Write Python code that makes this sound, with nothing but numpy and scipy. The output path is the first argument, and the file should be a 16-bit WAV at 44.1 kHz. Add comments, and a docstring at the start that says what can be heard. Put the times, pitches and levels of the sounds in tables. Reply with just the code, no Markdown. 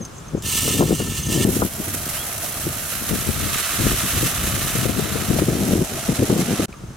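"""A windy field, where dry rice is poured from a bag into a big aluminium pot.
The first grains tick on bare metal and ring it; later ones hiss and patter on the growing heap.
These are random clicks sent through tone filters. Wind on the microphone is shaped noise and pressure bumps.
Birds are sliding pure tones, an insect is a narrow band of noise, and light taps ring one tone each.
After the pour the level dips briefly, then only the field is left, with two light taps."""
import sys
import numpy as np
from scipy import signal
from scipy.fft import rfft, irfft, next_fast_len
from scipy.io import wavfile
from scipy.ndimage import uniform_filter1d, map_coordinates

SR = 44100
rng = np.random.default_rng(int(sys.argv[2]) if len(sys.argv) > 2 else 0)


def to_wav(sig):
    """Store sig (one row per channel, or 1-D mono) as 16-bit WAV at the path in sys.argv[1].

    Samples outside -1..1 are clipped; the rate is SR.
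    """
    pcm = np.clip(np.atleast_2d(sig), -1, 1) * 32767
    pcm = np.round(pcm).astype(np.int16)
    wavfile.write(sys.argv[1], SR, pcm.T)  # frames by channels


N = 306936
TIME = np.arange(N) / SR
POUR_START_S, HEAP_START_S, POUR_END_S, FIELD_S = 0.42, 1.447, 6.658, 6.683


def from_db(db):
    """Turn decibels into gain."""
    return 10 ** (np.asarray(db) / 20)


def rms_one(x):
    """Scale to an average power of 1."""
    return x / np.sqrt(np.mean(x ** 2) + 1e-20)


def in_time(rows):
    """Draw straight lines between table rows, giving each column a value at every sample."""
    times_s, *columns = np.transpose(rows)
    return [np.interp(TIME, times_s, column) for column in columns]


def between(start, end):
    """Open a gate from start to end, with 2 ms edges."""
    return np.clip(np.minimum(TIME - start, end - TIME) / 0.002, 0, 1)


def swells(rows, width_s):
    """Add up a smooth bump for each (time, height) row."""
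    return sum(height * np.exp(-((TIME - s) / width_s) ** 2) for s, height in rows)


def drift(rate):
    """Wander slowly at random, with spread 1; a higher rate wanders faster."""
    r = np.exp(-40 * np.pi * rate / SR)
    noise = rng.standard_normal(N // 20 + 2002)  # one value per 20 samples
    slow = signal.lfilter([1], [1, -2 * r, r * r], noise)[2000:]
    return np.interp(np.arange(N) / 20, np.arange(len(slow)), rms_one(slow))


def panned(db):
    """Left and right gains for a level difference (left minus right); their mean is 1."""
    gains = from_db(np.array([[0.5], [-0.5]]) * db)
    return gains / gains.mean(axis=0)


def delayed(x, seconds):
    """Read a signal a little later."""
    return np.interp(TIME - seconds, TIME, x)


def colour(x, points):
    """Filter through (frequency, level) points without any sound ahead of its cause (minimum phase)."""
    size = 2 * next_fast_len(N // 2 + 4096)
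    hz, db = np.transpose(points)
    grid = np.maximum(np.arange(size // 2 + 1) * SR / size, 1)
    level_db = np.interp(np.log(grid), np.log(hz), db)
    # folding the cepstrum forward in time makes the filter minimum-phase
    cepstrum = irfft(np.log(from_db(level_db)))
    cepstrum[1:size // 2] *= 2
    cepstrum[size // 2 + 1:] = 0
    return irfft(rfft(x, size) * np.exp(rfft(cepstrum)))[..., :N]


def resonance(x, hz, width_hz):
    """Ring at one frequency, like a struck object; the gain at the peak is 1."""
    r = np.exp(-np.pi * width_hz / SR)
    top = np.array([1, 0, -1]) * (1 - r * r) / 2
    return signal.lfilter(top, [1, -2 * r * np.cos(2 * np.pi * hz / SR), r * r], x)


def brighten(x, db):
    """Tilt the treble: the highest part up, the rest down (the other way for negative dB)."""
    smooth = uniform_filter1d(x, size=3)
    return from_db(-db / 2) * smooth + from_db(db / 2) * (x - smooth)


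def stereo_noise(side_db):
    """White noise shared by both ears, plus an opposite part whose level is side_db."""
    mid, side = rng.standard_normal((2, N))
    return mid + from_db(side_db) * side * [[1], [-1]]


def impacts(per_s, size_db, lag_s, pan_db):
    """Random clicks; each has its own size, balance and delay between the ears."""
    at = np.flatnonzero(rng.random(N) < per_s / SR)
    size, sign, lag, pan = rng.standard_normal((len(at), 4)).T
    height = np.sign(sign) * from_db(size_db * np.minimum(size, 2.6))
    left, right = height * panned(pan_db * pan)
    later = np.clip(at + np.round(lag * lag_s * SR).astype(int), 0, N - 1)
    return rms_one(np.array([np.bincount(at, left, N), np.bincount(later, right, N)]))


# tone of the still field; only its shape counts: f/Hz, level/dB
FIELD_AIR = [(30, 2), (120, -1.5), (300, 3), (800, -3), (1300, -1), (2000, -10.5), (3200, -11), (4600, -15),
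             (6200, -10.5), (7500, -13.5), (10000, -17), (15800, -29)]


def field_air():
    """Soft filtered noise of the open field, fainter after the pour."""
    level_db = np.where(TIME < POUR_END_S, -41.0, -43.5)
    return from_db(level_db) * rms_one(colour(stereo_noise(-3.5), FIELD_AIR))


def gusts(rows, attack_s, release_s):
    """Gain of (start, length, dB) gusts: each rises, holds for its length and dies away."""
    power, time = 0, TIME[::40]
    for start, length, db in rows:
        before = np.maximum(start - time, 0) / attack_s
        after = np.maximum(time - start - length, 0) / release_s
        power = power + (from_db(db) * np.exp(-np.minimum(before + after, 20))) ** 2
    return np.interp(TIME, time, np.sqrt(power))


# tones of the two kinds of wind noise; only their shape counts: f/Hz, level/dB
WIND_RUMBLE = [(15, -35), (40, -3), (80, 1.5), (130, 1.5), (220, -10), (500, -26.5), (1500, -58)]
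WIND_FLUTTER = [(30, -31), (100, -2), (200, 3), (370, -3), (550, -11.5), (800, -22), (1400, -37.5),
                (3000, -52)]
# base level of the breeze between gusts, before random drift and the offsets below: t/s, level/dB
BREEZE = [(0, -41), (.15, -41), (.3, -36.5), (.5, -35), (.7, -33), (1.2, -31), (1.72, -39.5), (2.03, -34.5),
          (2.28, -44.5), (2.45, -37), (3.0, -39), (3.45, -32.5), (3.63, -40), (3.85, -36), (5.2, -30),
          (5.88, -39), (6.3, -36), (6.96, -43.5)]
BREEZE_RUMBLE_DB, BREEZE_FLUTTER_DB = 0.5, -8.5  # relative to that curve
BREEZE_UNEVEN_DB = 2.0
# gusts, before treble boost and panning: start t/s, length/s, flutter level/dB, rumble level/dB
GUSTS = [(0, .02, -30, -46), (0.337, 0.038, -27.5, -38), (0.631, 0.17, -24, -34),
         (0.798, 0.048, -16.5, -44), (0.891, 0.043, -18.5, -40), (1.002, 0.085, -28, -47),
         (1.295, 0.36, -22.5, -29), (1.786, 0.019, -28, -42), (1.877, 0.031, -29, -42),
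         (2.66, 0.026, -29, -28), (3.103, 0.03, -21.5, -25), (3.27, 0.033, -29, -30),
         (3.414, 0.065, -32.5, -28), (3.80, 0.14, -25.5, -22), (4.037, 0.023, -30, -27),
         (4.152, 0.02, -23.5, -21), (4.229, 0.024, -22, -27), (4.383, 0.11, -34.5, -29),
         (4.536, 0.039, -30, -26), (4.756, .17, -31, -30.5), (4.972, 0.025, -23, -30),
         (5.04, 0.3, -31, -44), (5.287, .15, -23, -24), (5.477, 0.342, -22, -31), (5.918, 0.047, -28, -39),
         (6.087, 0.042, -21, -29), (6.193, 0.049, -21, -30), (6.299, .13, -20.5, -43),
         (6.482, .06, -20, -40), (6.6, 0.038, -22, -35), (6.806, 0.12, -58, -36.5)]
GUST_ATTACK_S, GUST_RELEASE_S = 0.011, 0.016
GUST_RUMBLE_S = 0.02  # a gust's rumble swells and dies more slowly than its flutter
# small eddies that the breeze carries past at random; level relative to the breeze
SMALL_EDDIES_PER_S, SMALL_EDDIES_DB = 24, -5.0
# the wind veers, and for a while the right port lies in its lee: t/s, left minus right level/dB
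# the flutter has this full balance; rumble and strong eddies take a share of it
WIND_SIDE = [(0, 4.5), (1.6, 4), (2.4, -3), (3.1, 13), (3.45, 26.5), (3.98, 5), (4.55, 9), (4.85, 13.5),
             (5.28, 13), (5.43, 4), (6.65, 2.5)]


def wind():
    """A low rumble on the microphone ports; gusts break up into a flutter of small pressure bumps."""
    breeze_db, = in_time(BREEZE)
    side_db, = in_time(WIND_SIDE)
    breeze_db = breeze_db + BREEZE_UNEVEN_DB * drift(12.8)
    flutter_rows = [(s, length, db) for s, length, db, _ in GUSTS]
    rumble_rows = [(s, length, db) for s, length, _, db in GUSTS]
    gust_flutter = gusts(flutter_rows, GUST_ATTACK_S, GUST_RELEASE_S)
    gust_rumble = gusts(rumble_rows, GUST_RUMBLE_S, GUST_RUMBLE_S)
    # breeze and gusts add as powers
    rumble_gain = np.hypot(from_db(breeze_db + BREEZE_RUMBLE_DB), gust_rumble)
    flutter_gain = np.hypot(from_db(breeze_db + BREEZE_FLUTTER_DB), gust_flutter)
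    flutter_db = 20 * np.log10(flutter_gain)
    rumble = rumble_gain * rms_one(colour(stereo_noise(-16.5), WIND_RUMBLE))
    bumps = impacts(480 * from_db(3.5 * drift(45)), size_db=4.0, lag_s=0.00008, pan_db=2.0)
    rough = bumps + from_db(-9.0) * stereo_noise(-16.0)
    flutter = flutter_gain * rms_one(colour(rough, WIND_FLUTTER))
    # a stronger gust sheds smaller eddies, so the flutter reaches higher
    fine = signal.sosfilt(signal.butter(1, 450, "high", fs=SR, output="sos"), flutter)
    fine_boost_db = 0.26 * (np.maximum(flutter_db, -32) + 25.0)
    flutter = flutter + (from_db(fine_boost_db) - 1) * fine
    small = impacts(SMALL_EDDIES_PER_S, size_db=3.0, lag_s=0.00008, pan_db=2.0)
    flutter = flutter + from_db(breeze_db + SMALL_EDDIES_DB) * rms_one(colour(small, WIND_FLUTTER))
    return rumble * panned(0.26 * side_db) + flutter * panned(side_db)


# falling chirps of a small bird: start t/s, length/s, peak level/dB
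CHIRPS = [(0.009, 0.035, -33), (0.043, 0.028, -33.5), (.163, 0.012, -42), (.178, 0.015, -38),
          (.267, .010, -49), (0.278, 0.016, -37), (.371, .012, -45), (0.383, 0.015, -39),
          (1.226, .018, -25), (1.26, 0.016, -26), (1.288, .016, -29), (6.765, 0.015, -49),
          (6.872, .016, -51)]
# rising whistle of another bird: t/s, f/Hz, level/dB
WHISTLE = [(2.14, 2850, -50), (2.165, 2930, -37), (2.195, 3220, -35), (2.222, 3360, -33),
           (2.245, 3340, -52)]


def birds(top_hz, bottom_hz):
    """Short pure chirps that slide down, and one whistle that mostly slides up."""
    hz, db = in_time(WHISTLE)
    whistle = from_db(db) * np.sin(2 * np.pi * np.cumsum(hz) / SR)
    out = whistle * between(WHISTLE[0][0], WHISTLE[-1][0])
    for s, length, peak_db in CHIRPS:
        progress = np.linspace(0, 1, int(length * SR))
        phase = 2 * np.pi * np.cumsum(top_hz + (bottom_hz - top_hz) * progress) / SR
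        at = int(s * SR)
        out[at:at + len(phase)] += from_db(peak_db) * np.sin(np.pi * progress) * np.sin(phase)
    return out


# light taps, of stray grains and on a plastic jug: t/s, peak level/dB, f/Hz, width/Hz
KNOCKS = [(0.05, -26.5, 6000, 3000), (.422, -24, 7000, 4000), (6.725, -32, 2490, 300),
          (6.738, -34, 1200, 150)]


def knocks():
    """A brief rough contact, a burst of noise, rings one damped tone."""
    out = np.zeros(N)
    for s, peak_db, hz, width in KNOCKS:
        fade = np.exp(-np.abs(TIME - s) / 0.0044)
        contact = rng.standard_normal(N) * fade * between(s, s + 0.05)
        ring = resonance(contact + 1e-18, hz, width)
        out += from_db(peak_db) * ring / np.abs(ring).max()
    return out


# short buzzes of an insect in the grass: middle t/s, level/dB
BUZZES = [(.18, -48), (.40, -49)]
BUZZ_S = 0.04  # from the middle until the level has fallen to 1/e


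def insect():
    """A narrow, high rasp of noise that swells and fades."""
    buzz = resonance(resonance(stereo_noise(-1.0), 7200, 700), 7200, 700)
    return swells([(s, from_db(db)) for s, db in BUZZES], BUZZ_S) * rms_one(buzz)


# the strongest eddies that hit the microphone, before panning and the overall trim:
# t/s, level/dB of the main puff, rasp level/dB relative to it
EDDIES = [(0.345, -7.5, -34), (0.675, -9.5, -13.5), (0.804, -2.5, -13.5), (0.819, -9, -7),
          (0.904, -5.5, -17), (0.998, -10.5, -13), (1.447, -5.5, -21), (1.562, -7.5, -28),
          (1.617, -4.5, -8), (2.664, -13.5, -25), (3.287, -10, -37.5), (3.864, -11.5, -21),
          (4.226, -12, -27), (4.749, -15, -25), (4.852, -8.5, -30), (4.891, -10.5, -25), (4.991, -9, -19),
          (5.153, -11, -26), (5.301, -10, -32), (5.384, -8.5, -13.5), (5.417, -5, -31), (5.48, -6.5, -23),
          (5.729, -7, -28), (5.753, -8, -30), (5.819, -10, -28), (6.087, -6.5, -35), (6.191, -9, -33),
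          (6.218, -6.5, -27), (6.295, -7.5, -15), (6.593, -7, -23)]
EDDIES_TRIM_DB = -1.5


def eddies(swell_s, width_s, wake_db):
    """Each eddy is one swing of pressure, wrapped in a short turbulent puff with a rasp on top."""
    out = np.zeros(N)
    age = np.arange(SR // 10) / SR
    envelope = age / swell_s * np.exp(-age / swell_s)
    edges = [130, 450], [750, 1500]  # wake and rasp bands in Hz
    bands = [signal.butter(3, edges_hz, "band", fs=SR, output="sos") for edges_hz in edges]
    for s, peak_db, rasp_db in EDDIES:
        # the eddies that rasp most are the small ones, which tend to pass quickest
        duration = width_s * from_db(rng.standard_normal() - 0.22 * (rasp_db + 25))
        passing = (age - swell_s) / duration
        swing = rng.choice([-1, 1]) * passing * np.exp((1 - passing ** 2) / 2)
        wake, rasp = [signal.sosfilt(band, envelope * rng.standard_normal(len(age))) for band in bands]
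        puff = swing + from_db(wake_db) * wake / np.abs(wake).max()
        puff = puff / np.abs(puff).max() + from_db(rasp_db) * rasp / np.abs(rasp).max()
        at = int(s * SR)
        out[at:at + len(age)] += from_db(peak_db + EDDIES_TRIM_DB) * puff
    return out * panned(0.98 * in_time(WIND_SIDE)[0])


# ringing tones (modes) of the pot wall; levels relative to each other: f/Hz, width/Hz, level/dB
POT_MODES = [(1297, 57, -8), (1771, 41, -6), (1819, 46, -8), (2094, 25, -8), (2217, 19, -8),
             (2357, 51, -11), (2686, 14, -2), (2863, 30, -2), (2976, 19, 0), (3165, 25, -7), (3369, 30, -6),
             (3617, 25, -2), (4010, 68, -10), (4279, 46, -6), (4796, 46, -9), (5065, 25, -8),
             (5647, 46, -7), (5975, 35, -4), (6115, 46, -5), (6508, 62, -4), (7068, 51, -8), (7170, 51, -6),
             (7574, 25, -5), (7741, 62, -5), (8338, 68, -5), (8860, 46, -5), (9571, 68, -8),
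             (10379, 57, -9), (11116, 46, -7), (12053, 51, -7)]


def pot_wall(spots):
    """The wall rings in many tones, shared out in turn among the landing spots of the grains."""
    out = 0
    for k, (hz, width, db) in enumerate(POT_MODES):
        # the wall takes up a blow only near the mode, so the valleys between modes stay dark
        blow = resonance(spots[k % len(spots)], hz, 6 * width)
        out = out + from_db(db) * resonance(blow, hz, width)
    return rms_one(out)


# base level of the flow of grains onto bare metal: t/s, level/dB
ON_METAL = [(0.42, -44), (0.456, -26.5), (0.55, -21), (0.8, -24), (0.822, -30.5), (1.28, -31.5),
            (1.328, -25), (1.39, -28.5), (1.44, -24)]
# clumps of rice that drop out of the bag at once, here and on the heap: t/s, level/dB above the flow
CLUMPS = [(1.18, 5), (1.66, 3), (1.95, 4), (2.10, 3.5), (2.15, 3), (3.095, 4.5), (3.16, 2.5), (5.39, 5)]
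CLUMP_S = 0.013  # from the middle until the dB bump has fallen to 1/e
# tone of a grain's tick; only its shape counts: f/Hz, level/dB
METAL_TICK = [(500, -25), (1100, -4), (1550, -37), (1950, -22), (2800, 1), (3900, -6), (4700, -4),
              (6200, -2.5), (8500, -0.5), (10000, -3.5), (13000, -5), (15800, -8.5)]
# the ticks start bright and dull as the first grains cover the bottom
METAL_BRIGHT_DB, METAL_DULLING_DB_PER_S = 2.5, 2.5
# as the bottom fills, grains glance off the side, whose low mode sings out; level relative to the flow
SIDE_MODE_HZ, SIDE_MODE_WIDTH_HZ = 1790, 20
SIDE_MODE_DB, SIDE_MODE_RISE_DB_PER_S = -41.5, 30.5


def rice_on_metal():
    """Grains tick on the bare metal and set the wall ringing."""
    level_db = in_time(ON_METAL)[0] + swells(CLUMPS, CLUMP_S)
    unevenness = from_db(2.0 * drift(35))
    spots = [impacts(800 * unevenness, size_db=2.5, lag_s=0.000018, pan_db=2.5) for _ in range(5)]
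    ringing = from_db(-2.5) * pot_wall(spots)
    ticks = from_db(-0.25) * rms_one(colour(sum(spots), METAL_TICK))
    covered_s = np.clip(TIME, POUR_START_S, HEAP_START_S) - POUR_START_S
    sound = brighten(ringing + ticks, METAL_BRIGHT_DB - METAL_DULLING_DB_PER_S * covered_s)
    blow = resonance(spots[0], SIDE_MODE_HZ, 6 * SIDE_MODE_WIDTH_HZ)
    side = rms_one(resonance(blow, SIDE_MODE_HZ, SIDE_MODE_WIDTH_HZ))
    sound = sound + from_db(SIDE_MODE_DB + SIDE_MODE_RISE_DB_PER_S * covered_s) * side
    return from_db(level_db) * sound * between(POUR_START_S, HEAP_START_S)


# base levels of the flow onto the heap, before clumps and trims: t/s, hiss level/dB, patter level/dB
ON_HEAP = [(1.46, -33, -41), (1.56, -29, -39), (1.69, -35, -42.5), (2.17, -31, -35.5), (2.49, -32, -37.5),
           (3.37, -30, -33), (3.54, -28, -28), (4.28, -26, -29), (4.31, -29, -31.5), (4.78, -28, -29.5),
           (4.9, -33, -34.5), (5.13, -32, -31.5), (5.49, -34, -37.5), (5.74, -32, -35.5), (5.8, -35, -41),
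           (5.98, -33, -35), (6.42, -33, -35.5), (6.65, -33, -31.5)]
HISS_TRIM_DB, PATTER_TRIM_DB = 3.0, -1.0
# tone of the hiss; only its shape counts: f/Hz, level/dB
HEAP_HISS = [(400, -15), (1000, -9.5), (3000, -6), (4700, -8), (5700, -2), (6500, -2), (8500, -2),
             (11500, 0.5), (13500, -3.5), (15800, -10)]
# air resonances between heap and rim, before retuning; levels relative to each other:
# f/Hz, width/Hz, level/dB
CAVITY = [(1250, 344, 0), (2130, 590, -5.5), (2685, 280, -4), (3115, 210, -5), (3940, 710, -6.5)]
# the filling pot: t/s, tuning of the air resonances (ratio, later divided by its mean),
# lowest air mode level/dB, treble tilt/dB, wall ringing level/dB relative to the hiss
FILLING = [(1.45, 1.02, -45, 3.5, -11.5), (2.3, 1.02, -40, 3, -41), (3.0, 1.02, -43, 3, -15),
           (3.8, .98, -40, -1, -10.5), (4.7, .98, -39, 1.5, -8), (5.4, 1.0, -39.5, -3, -11),
           (6.65, 1.0, -35.5, -9, -22)]
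GRAIN_SPREAD_DB = 6  # random spread of the balance between the ears


def rice_on_heap():
    """Grain-on-grain clicks hiss; the packed core of the stream patters and sounds the air in the pot."""
    hiss_db, patter_db = in_time(ON_HEAP) + swells(CLUMPS, CLUMP_S)
    tuning, hollow_db, bright_db, ring_db = in_time(FILLING)
    # a louder stream means more grains; the division offsets part of the extra level
    flow = from_db(hiss_db - hiss_db.mean())
    clicks = impacts(5500 * flow, size_db=4.0, lag_s=0.000032, pan_db=GRAIN_SPREAD_DB)
    clicks = rms_one(clicks / np.sqrt(flow))
    # the wall scatters each click for a few milliseconds: noise that follows the power of the clicks
    fade = np.exp(-1 / (0.0021 * SR))
    scatter_power = signal.lfilter([1], [1, -fade], np.mean(clicks ** 2, axis=0))
    scatter = np.sqrt(scatter_power) * stereo_noise(0.51)
    hiss = rms_one(colour(clicks + from_db(3.0) * rms_one(scatter), HEAP_HISS))
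    hiss = brighten(hiss, bright_db)
    # single grains that miss the stream tick out
    singles = rms_one(colour(impacts(70, size_db=5.0, lag_s=0.00003, pan_db=5.0), METAL_TICK))
    # a few grains bounce off the heap and reach the metal
    strays = pot_wall([impacts(900, size_db=2.0, lag_s=0.00003, pan_db=0.5)])
    thuds = impacts(2000, size_db=2.0, lag_s=0.00003, pan_db=-2.0)
    patter = 0
    for k, (hz, width, db) in enumerate(CAVITY):
        patter = patter + (-1) ** k * from_db(db) * resonance(thuds, hz, width)
    # between the lowest air mode and the others the pot is nearly silent
    patter = signal.sosfilt(signal.butter(4, 1120, "high", fs=SR, output="sos"), patter)
    # the shape of the heap bends the air resonances: read the patter at a changing speed
    reading = np.cumsum(tuning / tuning.mean())
    bent = [map_coordinates(ear, [reading], order=3, mode="mirror") for ear in patter]
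    patter = rms_one(np.array(bent))
    hollow = rms_one(resonance(thuds, hz=653, width_hz=114))
    grains = hiss + from_db(-16.5) * singles + from_db(ring_db) * strays
    sound = from_db(hiss_db + HISS_TRIM_DB) * grains
    sound = sound + from_db(patter_db + PATTER_TRIM_DB) * patter + from_db(hollow_db) * hollow
    unevenness = from_db(1.04 * drift(52) + 0.5 * drift(8.6))
    return unevenness * sound * between(HEAP_START_S, POUR_END_S)


# balance of the rice between the ears: f/Hz, left minus right level/dB
RICE_BALANCE = [(600, 1.5), (1300, -2), (2400, -5.5), (4400, -1.5), (8100, -2), (15000, -3.5)]


def rice():
    """Both stages of the pour, with each ear getting half of the tonal difference."""
    left, right = rice_on_metal() + rice_on_heap()
    left_tone = [(hz, db / 2) for hz, db in RICE_BALANCE]
    right_tone = [(hz, -db / 2) for hz, db in RICE_BALANCE]
    return np.array([colour(left, left_tone), colour(right, right_tone)])


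def scene():
    """Add up the field, the wind, the animals, the taps and the rice."""
    left, right = wind() + eddies(swell_s=0.004544, width_s=0.00064, wake_db=-3.5)
    # the wind comes from the left and reaches the right port later
    buffets = np.array([left, delayed(right, 0.00025)])
    animals = birds(top_hz=6600, bottom_hz=6000) + insect()
    return field_air() + buffets + animals + knocks() + rice()


CUTOFF_HZ = 15850


def record(dry):
    """The level dips by 20 dB briefly after the pour; peaks are clipped and the top is cut."""
    dip = from_db(-20.0 * between(POUR_END_S, FIELD_S))
    sound = np.clip(dry * dip, -1, 1)
    return signal.sosfilt(signal.ellip(12, 0.1, 80, CUTOFF_HZ, fs=SR, output="sos"), sound)


dry = scene()
out = record(dry)
to_wav(out)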